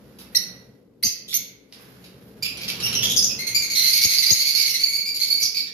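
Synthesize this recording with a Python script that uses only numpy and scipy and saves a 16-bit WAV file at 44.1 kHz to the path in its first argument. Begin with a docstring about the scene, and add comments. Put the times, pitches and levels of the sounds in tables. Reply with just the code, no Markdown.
"""A small hard room, close to a wire cage of lovebirds.
Three sharp chirps, squawks amid fluttering wings and claws on the bars, then a fast chatter that
turns harsh and eases off. A bird's voice box buzzes, mostly near 2.2 kHz, and its beak and windpipe
shape the tone; in a chirp the voice flips up into a piercing whistle. Tapped wires ring, feathers
rustle, wings push air, and the walls echo over a faint hum."""
import sys
import numpy as np
from scipy import signal
from scipy.fft import rfft, irfft, next_fast_len
from scipy.io import wavfile

SR = 44100
rng = np.random.default_rng(int(sys.argv[2]) if len(sys.argv) > 2 else 0)


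def put_to_file(sound):
    """Save the sound as 16-bit audio at rate SR, in the file named by the first command-line argument."""
    columns = np.atleast_2d(sound).T  # one column per channel
    safe = np.clip(columns, -1, 1)
    whole_steps = np.round(safe * 32767)
    wavfile.write(sys.argv[1], SR, whole_steps.astype(np.int16))


N = 252693
TOP_HZ = 15550  # upper limit of the sound

# Levels are relative. Pan is left minus right. Roughness 0 is a clean tone, near 1 a harsh one.
# syllables of the chatter: (time [s], length [s], level [dB], pitch [Hz], brightness [dB], pan [dB])
SYLLABLES = [(3.388, 0.038, -26.5, 2127, -11, -1), (3.466, 0.029, -23, 2128, -8.5, -7),
             (3.546, 0.028, -16, 2349, -10, -1), (3.621, 0.032, -24.5, 2185, -8.5, 2),
             (3.698, 0.049, -24.5, 2215, -11, -0.5), (3.751, 0.057, -16.5, 2073, -10.5, -6),
             (3.817, 0.07, -18, 2159, -7, -7), (3.879, 0.039, -22.5, 2138, -3, -1),
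             (3.93, 0.063, -18.5, 2178, -6, -3.5), (4.011, 0.047, -17, 2210, -5.5, -1.5),
             (4.088, 0.072, -19, 2144, -8.5, -5.5), (4.174, 0.041, -21, 2212, -6.5, -4),
             (4.222, 0.027, -18, 2108, -10, -4), (4.26, 0.028, -21, 2268, -7.5, -4),
             (4.293, 0.029, -20.5, 2057, -6.5, 2), (4.342, 0.049, -24, 2150, -9, -4),
             (4.388, 0.043, -19.5, 2170, -9, -3), (4.452, 0.062, -20, 2207, -8.5, -6),
             (4.548, 0.037, -17, 2233, -11, -11), (4.578, 0.058, -18.5, 2220, -11.5, -21),
             (4.654, 0.032, -20.5, 2159, -8.5, -8), (4.692, 0.028, -24, 2860, -3, -7),
             (4.74, 0.029, -22, 2090, -9.5, -1), (4.793, 0.033, -24.5, 2190, -9, -5),
             (4.828, 0.0485, -25.5, 2263, -10.5, -7), (4.881, 0.03, -27.5, 2220, -5, -6),
             (4.925, 0.048, -23.5, 2283, -9.5, -2), (4.982, 0.035, -27, 2198, -14, -2),
             (5.052, 0.05, -25, 2323, -11.5, -3), (5.143, 0.035, -26.5, 2265, -8, 0),
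             (5.197, 0.061, -25, 2190, -8.5, 2), (5.269, 0.026, -27, 2257, -11, -6),
             (5.301, 0.036, -23.5, 2300, -6, -1), (5.351, 0.027, -26, 2244, -15, -7),
             (5.399, 0.037, -22, 2260, -7.5, -7), (5.544, 0.063, -26, 2306, -11.5, -5),
             (5.637, 0.015, -46, 2340, -30, -9), (5.669, 0.018, -37.5, 1835, -32, 1)]
# the chatter's changing tone: (time [s], roughness, beak resonance [Hz], lowest harmonic [dB])
CHATTER_TONE = [(3.4, 0.41, 5100, -5), (3.549, 0.42, 7050, -9), (3.69, 0.48, 6700, -8),
                (3.754, 0.61, 4300, -15), (3.88, 0.67, 5100, -11.5), (4.62, 0.64, 4830, -13),
                (4.791, 0.56, 4750, -10.5), (4.849, 0.31, 6700, -8.5), (5.0, 0.33, 4030, -12),
                (5.22, 0.7, 3800, -13.5), (5.34, 0.45, 4900, -14), (5.57, 0.7, 4270, -10.5)]
# single squawks: (time [s], length [s], level [dB], pitch [Hz], roughness, brightness [dB],
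# lowest harmonic [dB], beak resonance [Hz], pan [dB])
SQUAWKS = [(0.347, 0.011, -23, 1983, 0.61, -5.5, -7, 4300, 5),
           (1.026, 0.019, -24.5, 2120, 0.66, 6, -4.5, 4600, 1.5),
           (1.047, 0.028, -29.5, 2654, 0.94, -12, -10, 5300, -7),
           (1.278, 0.065, -36, 3550, 0.78, 4, 9.5, 7000, -3.5),
           (1.326, 0.027, -28.5, 2090, 0.85, -8, -7, 4900, -4.5),
           (2.424, 0.018, -24, 2368, 0.59, -9.5, -8.5, 7200, -5),
           (2.439, 0.033, -28, 2420, 0.88, -5, 0.5, 4640, -5),
           (2.608, 0.05, -34, 2270, 0.93, -9, -2.5, 4500, -3),
           (2.68, 0.026, -25.5, 2360, 1.17, -6.5, -1.5, 4270, -3),
           (2.825, 0.052, -25.5, 2794, 0.62, -6.5, -3.5, 5460, 1),
           (2.928, 0.0743, -29, 2826, 0.79, -5.5, 3, 5400, -5),
           (3.022, 0.041, -21, 3350, 0.76, -4, 5, 5400, -4),
           (3.094, 0.032, -21.5, 3500, 0.75, -2, 5.5, 6150, -5),
           (3.292, 0.031, -27, 2570, 0.65, -15.5, -8.5, 5300, -14)]
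# whistled chirps, and brief squeaky peaks within the chatter: (time [s], length [s], level [dB],
# pitch [Hz], glide [octaves], roughness, overtone [dB], pan [dB], echo [dB])
CHIRPS_AND_SQUEAKS = [(0.3539, 0.0062, -11, 4310, 0.084, 0.17, -13.5, -12, -10),
                      (0.356, 0.012, -19, 5940, 0.04, 0.21, -4.5, -6, -3.5),
                      (0.3632, 0.013, -14, 5550, -0.17, 0.3, -11, -10, -10),
                      (1.0354, 0.0075, -17, 4660, 0.07, 0.42, -19, -10, 0.5),
                      (1.04, 0.033, -20.5, 6300, -0.0035, 0.3, -8.5, -1.5, -2.5),
                      (1.339, 0.038, -18, 6400, 0.084, 0.5, 0.5, -10, -8.5),
                      (2.831, 0.018, -30, 5590, 0.13, 0.1, -22, -4, 4),
                      (2.95, 0.013, -20.5, 5910, -0.124, 0.16, -19, -2, -3.5),
                      (2.971, 0.0152, -24, 5760, 0.04, 0.25, -26, -4, -0.5),
                      (3.162, 0.0263, -20, 6090, -0.16, 0.68, -10, 2, -0.5),
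                      (3.168, 0.016, -18, 5065, 0.25, 0.2, -12, -2, 4.5),
                      (3.224, 0.033, -19.5, 5890, 0.1, 0.8, -16.5, -1, -0.5),
                      (3.93, 0.0142, -15, 4760, 0.14, 0.45, -17, -10, -10),
                      (4.043, 0.0078, -17, 4970, 0.27, 0.5, -21, -15, -14),
                      (4.046, 0.0154, -20.5, 6550, 0.031, 0.01, -8, 17, 1),
                      (4.181, 0.017, -18.5, 4800, -0.026, 0.5, -28, -22, -8),
                      (4.264, 0.0073, -14, 4810, -0.062, 0.06, -21, -21, -3),
                      (4.304, 0.0085, -13, 5030, 0.17, 0.4, -26, -22, -8),
                      (4.309, 0.03, -21.5, 6670, 0.01, 0.1, -9, 20, -2),
                      (4.832, 0.017, -15, 4530, 0.057, 0, -38, -8, -9),
                      (4.859, 0.019, -18.5, 4510, -0.014, 0, -44, -20, -1.5),
                      (4.923, 0.016, -24.5, 4480, -0.0061, 0.25, -32, -7, -11),
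                      (4.951, 0.02, -21.5, 4560, -0.019, 0, -32, -22, -8),
                      (5.016, 0.0068, -23.5, 4480, -0.016, 0, -24, -11, -18),
                      (5.213, 0.015, -20.5, 4470, 0.018, 0.08, -16, -21, -6),
                      (5.232, 0.009, -19, 4457, -0.11, 0.24, -22, -21, -1),
                      (5.302, 0.0127, -21.5, 4480, 0, 0.12, -30, -12, 3),
                      (5.325, 0.01, -15.5, 4527, -0.03, 0.1, -38, -11, -2),
                      (5.416, 0.05, -21, 5560, -0.126, 1.08, -21, -6, -2.5),
                      (5.569, 0.013, -22.5, 4610, -0.13, 0.44, -32, -15, 2.5)]
# how beak and windpipe filter the voice: (frequency [Hz], gain [dB])
THROAT_SHAPE = [(700, -64.5), (1300, -23), (1700, -26), (2150, -35.5), (2600, -11), (3300, -7),
                (4400, -8.5), (5500, -2), (6700, -18.5), (7500, -18.5), (8600, -18), (9600, -25),
                (12000, 3.5), (15000, -17.5)]
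# resonances of the windpipe: (frequency [Hz], width [Hz], gain [dB])
WINDPIPE_PEAKS = [(2135, 315, 16), (4140, 78, 2.5), (6470, 165, 2.5), (9930, 1080, 16.5), (13000, 820, 0),
                  (14200, 380, -5.5)]
# narrow resonances at the top of the voice: (frequency [Hz], width [Hz], level [dB])
SHRILL_PEAKS = [(9820, 330, -1.5), (11970, 300, 0), (14120, 330, -4.5)]
# low puffs of air with a few of the chirps: (time [s], length [s], level [dB], pan [dB])
PUFFS = [(1.034, 0.056, -37.5, 15), (4.043, 0.0365, -34, 26), (4.303, 0.0385, -30, 31),
         (5.42, 0.043, -48.5, 20)]
# claws and beaks hitting the bars: (time [s], level [dB])
TAPS = [(0.187, -42), (0.203, -48.5), (1.724, -40.5), (2.041, -42), (2.424, -35), (2.571, -29.5),
        (2.679, -29), (2.801, -25), (2.861, -23.5), (2.892, -33), (2.928, -23.5), (3.032, -23)]
# ringing tones of the wire: (frequency [Hz], width [Hz], level [dB])
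WIRE_TONES = [(2744, 650, -4), (4200, 500, -1.5), (5140, 310, -5), (6000, 380, -11.5), (10950, 490, -7.5),
              (12700, 1500, -21)]
# strokes of preening: (time [s], length [s], level [dB])
PREEN_STROKES = [(0.18, 0.056, -47.5), (0.318, 0.035, -54), (1.794, 0.056, -56.5), (1.899, 0.034, -67),
                 (1.997, 0.084, -60), (2.204, 0.053, -62), (2.252, 0.055, -59.5)]
# the birds shuffle, flap and settle: (time [s], stirred air [dB], feather rustle [dB])
MOVEMENT = [(0, -45.5, -59.5), (0.32, -47, -56.5), (0.5, -45.5, -52.5), (0.9, -56, -75),
            (1.401, -50.5, -67.5), (1.678, -59, -67.5), (1.799, -51.5, -51), (2.36, -45, -59),
            (2.581, -41, -50.5), (2.8, -38.5, -41.5), (3.05, -33, -47.5), (3.45, -41.5, -48),
            (4.001, -50, -50.5), (5.73, -55, -60)]
# rustling feathers: (frequency [Hz], level [dB])
FEATHER_SPECTRUM = [(600, -2), (1500, 1.5), (3000, -4), (5000, -5.5), (8000, -15.5), (11500, -6.5),
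                    (15000, -12)]
# air stirred by wings: (frequency [Hz], level [dB])
AIR_SPECTRUM = [(15, -77), (25, -50), (60, -2), (97, -10), (124, 5.5), (155, -9), (182, 4.5), (296, -8.5),
                (525, -8), (694, -18.5), (1600, -35), (2080, -51), (3520, -120)]
# how long the room rings: (frequency [Hz], time to fade by 60 dB [s])
ROOM_DECAY = [(200, 0.19), (1500, 0.75), (4000, 0.48), (7000, 0.38), (12000, 0.3)]
# the hum of the room at rest: (frequency [Hz], level [dB])
HUM_SPECTRUM = [(15, -81.5), (25, -59.5), (49, -18), (103, -30.5), (125, -14.5), (213, -29.5), (271, 6),
                (309, -7.5), (475, -1.5), (709, -37.5), (3180, -48.5), (4260, -44), (7090, -50.5),
                (8320, -42.5), (15000, -79)]
# how the microphone's two openings colour the sound: (frequency [Hz], left minus right [dB])
MIC_BALANCE = [(100, -2), (600, 0), (2000, 3.5), (4500, 0), (5600, -2.5), (7000, 14), (9000, 4),
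               (10000, 0.5), (12000, -4), (13200, 1), (14300, 3.5)]


def buzzy_call(length, hz, rough, beak_hz, low_db, bright_db, rise_s,
               jitter=0.0607, rattle_hz=150, beak_db=4, beak_width_hz=800):
    """The voice box buzzes unevenly around a clean core; beak and windpipe shape the tone."""
    t = times(length)
    arch = np.sin(np.pi * t / length) - 2 / np.pi  # the pitch rises a little, then falls
    clean_phase = phase_of(hz * (1 + 0.036 * arch))
    phase = clean_phase + phase_of(hz * jitter * rough * wobble(len(t), 260))
    harmonics = range(1, int(TOP_HZ / hz) + 1)
    buzz = evened(sum(np.cos(k * phase + k * k) / (1 + (k * hz / 12000) ** 4) for k in harmonics))
    core = sum(np.cos(k * clean_phase + k * k) for k in harmonics)
    opening = 1 + np.cos(phase)  # air gets through once a cycle
    # a second vibration joins in between the first two harmonics
    growl = 0.085 * rough * wobble(len(t), 260) * np.cos(1.55 * phase) * opening
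    # harsh calls hiss between the harmonics and fizz on top
    hiss = colour(wobble(len(t), SR) * opening,
                  lambda f: 20 * np.log10(rough ** 3 + rough / (1 + (8500 / (f + 100)) ** 8)))
    # they also break into an uneven rattle
    rattle = np.sin(phase_of(rattle_hz * (1 + 0.3 * wobble(len(t), 170))))
    bursts = np.exp(rough * (0.8 * np.tanh(wobble(len(t), 590)) + 0.3 * rattle))
    source = (buzz + growl + hiss) * bursts + 0.5 * max(1 - rough, 0.15) * np.sqrt(bursts) * core
    voice = colour(source, lambda f: throat_db(f) + beak_db * bell(f, beak_hz, beak_width_hz))
    # split the voice into three bands and set the level of each
    low = colour(voice, lambda f: -20 * np.log10(1 + (f / (1.582 * hz)) ** 20))
    high = colour(voice, lambda f: -20 * np.log10(1 + (8300 / (f + 100)) ** 20))
    middle = voice - low - high
    ring = evened(shrill_ring(arch) * bursts)
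    ring_share = np.interp(rough, [0.35, 0.75], [0.85, 0.16])  # clear calls ring more
    top = np.sqrt(1 - ring_share) * evened(high) + np.sqrt(ring_share) * ring
    voice = evened(middle) + gain_of(low_db) * evened(low) + gain_of(bright_db) * top
    return evened(voice * swell(t, rise_s, fall_s=0.006))


def throat_db(hz):
    """Beak and windpipe boost some frequencies and weaken others."""
    peaks = sum(db * bell(hz, centre, width) for centre, width, db in WINDPIPE_PEAKS)
    return look_up(THROAT_SHAPE, hz) + peaks


def shrill_ring(arch, drift=0.009, lift=0.015):
    """Air rings the top resonances, which differ a little in each call and rise as the beak opens."""
    tuning = 1 + drift * rng.standard_normal() + lift * arch
    rings = 0
    for hz, width, db in SHRILL_PEAKS:
        phase = phase_of(hz * tuning)
        noise = rng.standard_normal((2, 16384))[:, :len(arch)]
        breath = low_pass(noise, width / 2, steepness=4)
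        rings += gain_of(db) * evened(breath[0] * np.cos(phase) + breath[1] * np.sin(phase))
    return evened(rings)


def chatter(echo_db=-1):
    """A quick run of buzzy syllables that drifts between soft and harsh."""
    tone_times, *columns = np.transpose(CHATTER_TONE)
    for start, length, db, hz, bright_db, pan_db in SYLLABLES:
        rough, beak_hz, low_db = (np.interp(start, tone_times, column) for column in columns)
        call = buzzy_call(length, hz, rough, beak_hz, low_db, bright_db, rise_s=0.0031)
        yield start, gain_of(db) * call, pan_db, echo_db


def squawks(echo_db=-1):
    """Single harsh calls; the longer ones swell in more slowly."""
    for start, length, db, hz, rough, bright_db, low_db, beak_hz, pan_db in SQUAWKS:
        call = buzzy_call(length, hz, rough, beak_hz, low_db, bright_db, rise_s=0.0022 + 0.09 * length)
        yield start, gain_of(db) * call, pan_db, echo_db


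def chirps_and_squeaks(arch_octaves_per_s=1.8, jitter=0.092):
    """Whistled chirps and squeaky peaks in the chatter: a gliding tone with a hoarser octave above."""
    for start, length, db, hz, glide, rough, overtone_db, pan_db, echo_db in CHIRPS_AND_SQUEAKS:
        t = times(length)
        first_hz, last_hz = hz * 2 ** (np.array([-0.5, 0.5]) * glide - arch_octaves_per_s * length)
        pitch = np.interp(t / length, [0, 0.4, 1], [first_hz, hz, last_hz])
        phase = phase_of(pitch * (1 + jitter * rough * wobble(len(t), 650)))
        hiss = evened(colour(wobble(len(t), SR), throat_db))
        octave = np.sin(2 * phase + 1.3 * rough * wobble(len(t), 1600))
        voice = np.sin(phase) + gain_of(overtone_db) * octave + 0.19 * rough * hiss
        flicker = np.exp(rough * np.tanh(wobble(len(t), 300)))
        ease_s = 0.074 * length
        outline = swell(t, 0.0013 + ease_s, 0.0022 + ease_s)
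        yield start, gain_of(db) * evened(voice * flicker * outline), pan_db, echo_db


def air_puff(length, from_hz=400, to_hz=46):
    """A dull push of air that sinks unsteadily in pitch."""
    t = times(length)
    pitch = from_hz * (to_hz / from_hz) ** (t / length) * (1 + 0.55 * wobble(len(t), 140))
    push = np.sin(phase_of(pitch)) + 0.14 * wobble(len(t), 960)
    return evened(push * np.sin(np.pi * t / length))


def cage_taps(ring_s=0.012, pan_db=-3, echo_db=0):
    """Claws and beaks knock on the cage and set the wire ringing."""
    t = np.arange(3000) / SR
    for start, db in TAPS:
        ring = sum(gain_of(tone_db) * wobble(len(t), width) * np.cos(2 * np.pi * hz * t)
                   for hz, width, tone_db in WIRE_TONES)
        click = 0.46 * wobble(len(t), 11000)
        yield start, gain_of(db) * (evened(ring) + click) * np.exp(-t / ring_s), pan_db, echo_db


def preening(centre_hz=12000, width_hz=2400, grain_hz=250, pan_db=-2, echo_db=-2):
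    """One feather slides past another: a high, grainy swish that swells and fades."""
    for start, length, db in PREEN_STROKES:
        t = times(length)
        swish = colour(wobble(len(t), SR),
                       lambda f: look_up(FEATHER_SPECTRUM, f) - 13 * (1 - bell(f, centre_hz, width_hz)))
        grain = np.exp(0.5 * np.tanh(wobble(len(t), grain_hz)))
        yield start, gain_of(db) * evened(swish * grain * np.sin(np.pi * t / length)), pan_db, echo_db


def wings(beats_per_s=22, beat_db=0.5, flap_at_s=2.45, flap_width_s=0.25):
    """Feathers brush in uneven clumps; in a flap, each beat pushes air and feathers together."""
    t = np.arange(N) / SR
    flapping = bell(t, flap_at_s, flap_width_s)
    sway = 2 * np.sin(2 * np.pi * (1.51 * t + rng.random()))  # the beats speed up and slow down
    beat = gain_of(beat_db * flapping * np.sin(2 * np.pi * beats_per_s * t + sway))
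    clumps = evened(low_pass(rng.standard_normal(N), hz=70, steepness=4))
    move_times, air_db, rustle_db = np.transpose(MOVEMENT)
    air_gain = gain_of(np.interp(t, move_times, air_db) - 2)
    rustle_gain = gain_of(np.interp(t, move_times, rustle_db) + (0.74 + 1.3 * flapping) * clumps)
    air = air_gain * stereo_noise(AIR_SPECTRUM, likeness=0.95) * pan(1.1)
    rustle = rustle_gain * stereo_noise(FEATHER_SPECTRUM, likeness=0.047) * pan(-5.5)
    return beat * (air + rustle)


def placed(sound, pan_db, bounce=0.48):
    """A sound reaches one side a little sooner, and bounces off the wall behind the cage."""
    lag = rng.integers(0, 28)  # in samples, like the delays
    straight = np.array([np.pad(sound, (lag, 128 - lag)), np.pad(sound, (18, 110))])
    delays = rng.integers(25, 100, 2)
    bounced = np.array([np.roll(side, delay) for side, delay in zip(straight, delays)])
    return pan(pan_db) * (straight + bounce * bounced) / np.hypot(1, bounce)


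def room_echo(sound, gap_s=0.0059, build_s=0.0031):
    """A few early echoes off the walls, then a dense tail that rings longest in the middle range."""
    reflections = rng.standard_normal((2, SR)) * (rng.random((2, SR)) < 0.12)
    hz, t, spectrum = signal.stft(reflections, SR, nperseg=256)
    fade_out = gain_of(-60 * t / look_up(ROOM_DECAY, hz)[:, None])
    fade_in = np.clip((t - gap_s) / build_s, 0, 1)
    echoes = signal.istft(spectrum * fade_in * fade_out, SR, nperseg=256)[1]
    echoes /= np.linalg.norm(echoes, axis=1, keepdims=True)
    early_at = (SR * rng.uniform(0.001, 0.022, (2, 6))).astype(int)
    echoes[[[0], [1]], early_at] += 0.1 * np.sign(rng.standard_normal(early_at.shape))
    return signal.fftconvolve(sound[None], echoes, axes=1)[:, :N]


def room_hum(level_db=-57):
    """The room at rest: a faint, low, steady noise."""
    return gain_of(level_db) * stereo_noise(HUM_SPECTRUM, likeness=0.69) * pan(9.5)


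def gain_of(db):
    """Turns decibels into a multiplier."""
    return 10 ** (np.asarray(db) / 20)


def evened(x):
    """Scales a signal to an average power of 1."""
    return x / np.sqrt(np.mean(x ** 2) + 1e-20)


def times(length):
    """The time of each sample, in seconds."""
    return np.arange(int(length * SR)) / SR


def phase_of(hz):
    """The running angle of a wave whose pitch changes."""
    return 2 * np.pi * np.cumsum(hz) / SR


def bell(x, centre, width):
    """A smooth bump of height 1."""
    return np.exp(-((x - centre) / width) ** 2)


def swell(t, rise_s, fall_s):
    """Fades a call in and out."""
    return np.sin(np.pi / 2 * np.clip(t / rise_s, 0, 1) * np.clip((t[-1] - t) / fall_s, 0, 1))


def look_up(table, hz):
    """Reads between a table's rows on a log-frequency scale."""
    f, value = np.transpose(table)
    return np.interp(np.log(hz + 1), np.log(f + 1), value)


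def colour(x, db_at):
    """Filters x; db_at gives the gain in dB at each frequency."""
    size = next_fast_len(x.shape[-1] + 512)
    gains = gain_of(db_at(np.fft.rfftfreq(size, 1 / SR)))
    return irfft(rfft(x, size) * gains, size)[..., :x.shape[-1]]


def low_pass(x, hz, steepness):
    """Weakens everything above hz."""
    return colour(x, lambda f: -10 * np.log10(1 + (f / hz) ** steepness))


def wobble(count, hz):
    """Random wavering up to a given rate; at SR it is plain hiss."""
    return evened(low_pass(rng.standard_normal(16384)[:count], hz, steepness=10))


def stereo_noise(spectrum, likeness):
    """Filtered noise, partly shared by left and right."""
    shared, *own = rng.standard_normal((3, N))
    noise = np.sqrt(likeness) * shared + np.sqrt(1 - likeness) * np.array(own)
    return evened(colour(noise, lambda f: look_up(spectrum, f)))


def pan(db):
    """Left and right gains that keep the total power the same."""
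    return evened(gain_of([[db / 2], [-db / 2]]))


def add(mix, start, sound):
    """Mixes a sound in at a start time in seconds."""
    part = mix[..., round(start * SR):][..., :sound.shape[-1]]
    part += sound[..., :part.shape[-1]]


def scene(perches=5):
    """Birds and cage, heard directly and off the walls; each perch has its own echo."""
    direct, to_room = np.zeros((2, N)), np.zeros((perches, N))
    sources = [(squawks, -0.5), (chatter, -2.16), (chirps_and_squeaks, 0),
               (cage_taps, -2), (preening, -2)]
    for source, direct_db in sources:
        for k, (start, sound, pan_db, echo_db) in enumerate(source()):
            add(direct, start, gain_of(direct_db) * placed(sound, pan_db))
            add(to_room[k % perches], start, gain_of(echo_db) * sound)
    for start, length, db, pan_db in PUFFS:
        add(direct, start, gain_of(db) * pan(pan_db) * air_puff(length))
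    echo = sum(room_echo(sound) for sound in to_room) * pan(-5.5)
    return direct + echo + wings() + room_hum()


def record(dry, dip_hz=8300, dip_width_hz=850, dip_db=-5.5, low_cut_hz=48, high_cut_hz=14650):
    """The sound loses deep bass and highest treble, dips near 8 kHz and has its loud peaks rounded."""
    heard = colour(dry, lambda f: dip_db * np.exp(-((f - dip_hz) / dip_width_hz) ** 4)
                   - 10 * np.log10(1 + (f / high_cut_hz) ** 70 + (low_cut_hz / (f + 1)) ** 4))
    heard = colour(heard, lambda f: look_up(MIC_BALANCE, f) * np.array([[0.5], [-0.5]]))
    rounded = heard / (1 + (heard / 0.92) ** 8) ** (1 / 8)
    top_cut = signal.firwin(255, TOP_HZ, window=("kaiser", 9), fs=SR)
    return signal.oaconvolve(rounded, top_cut[None], "same")


dry = scene()
out = record(dry)
put_to_file(out)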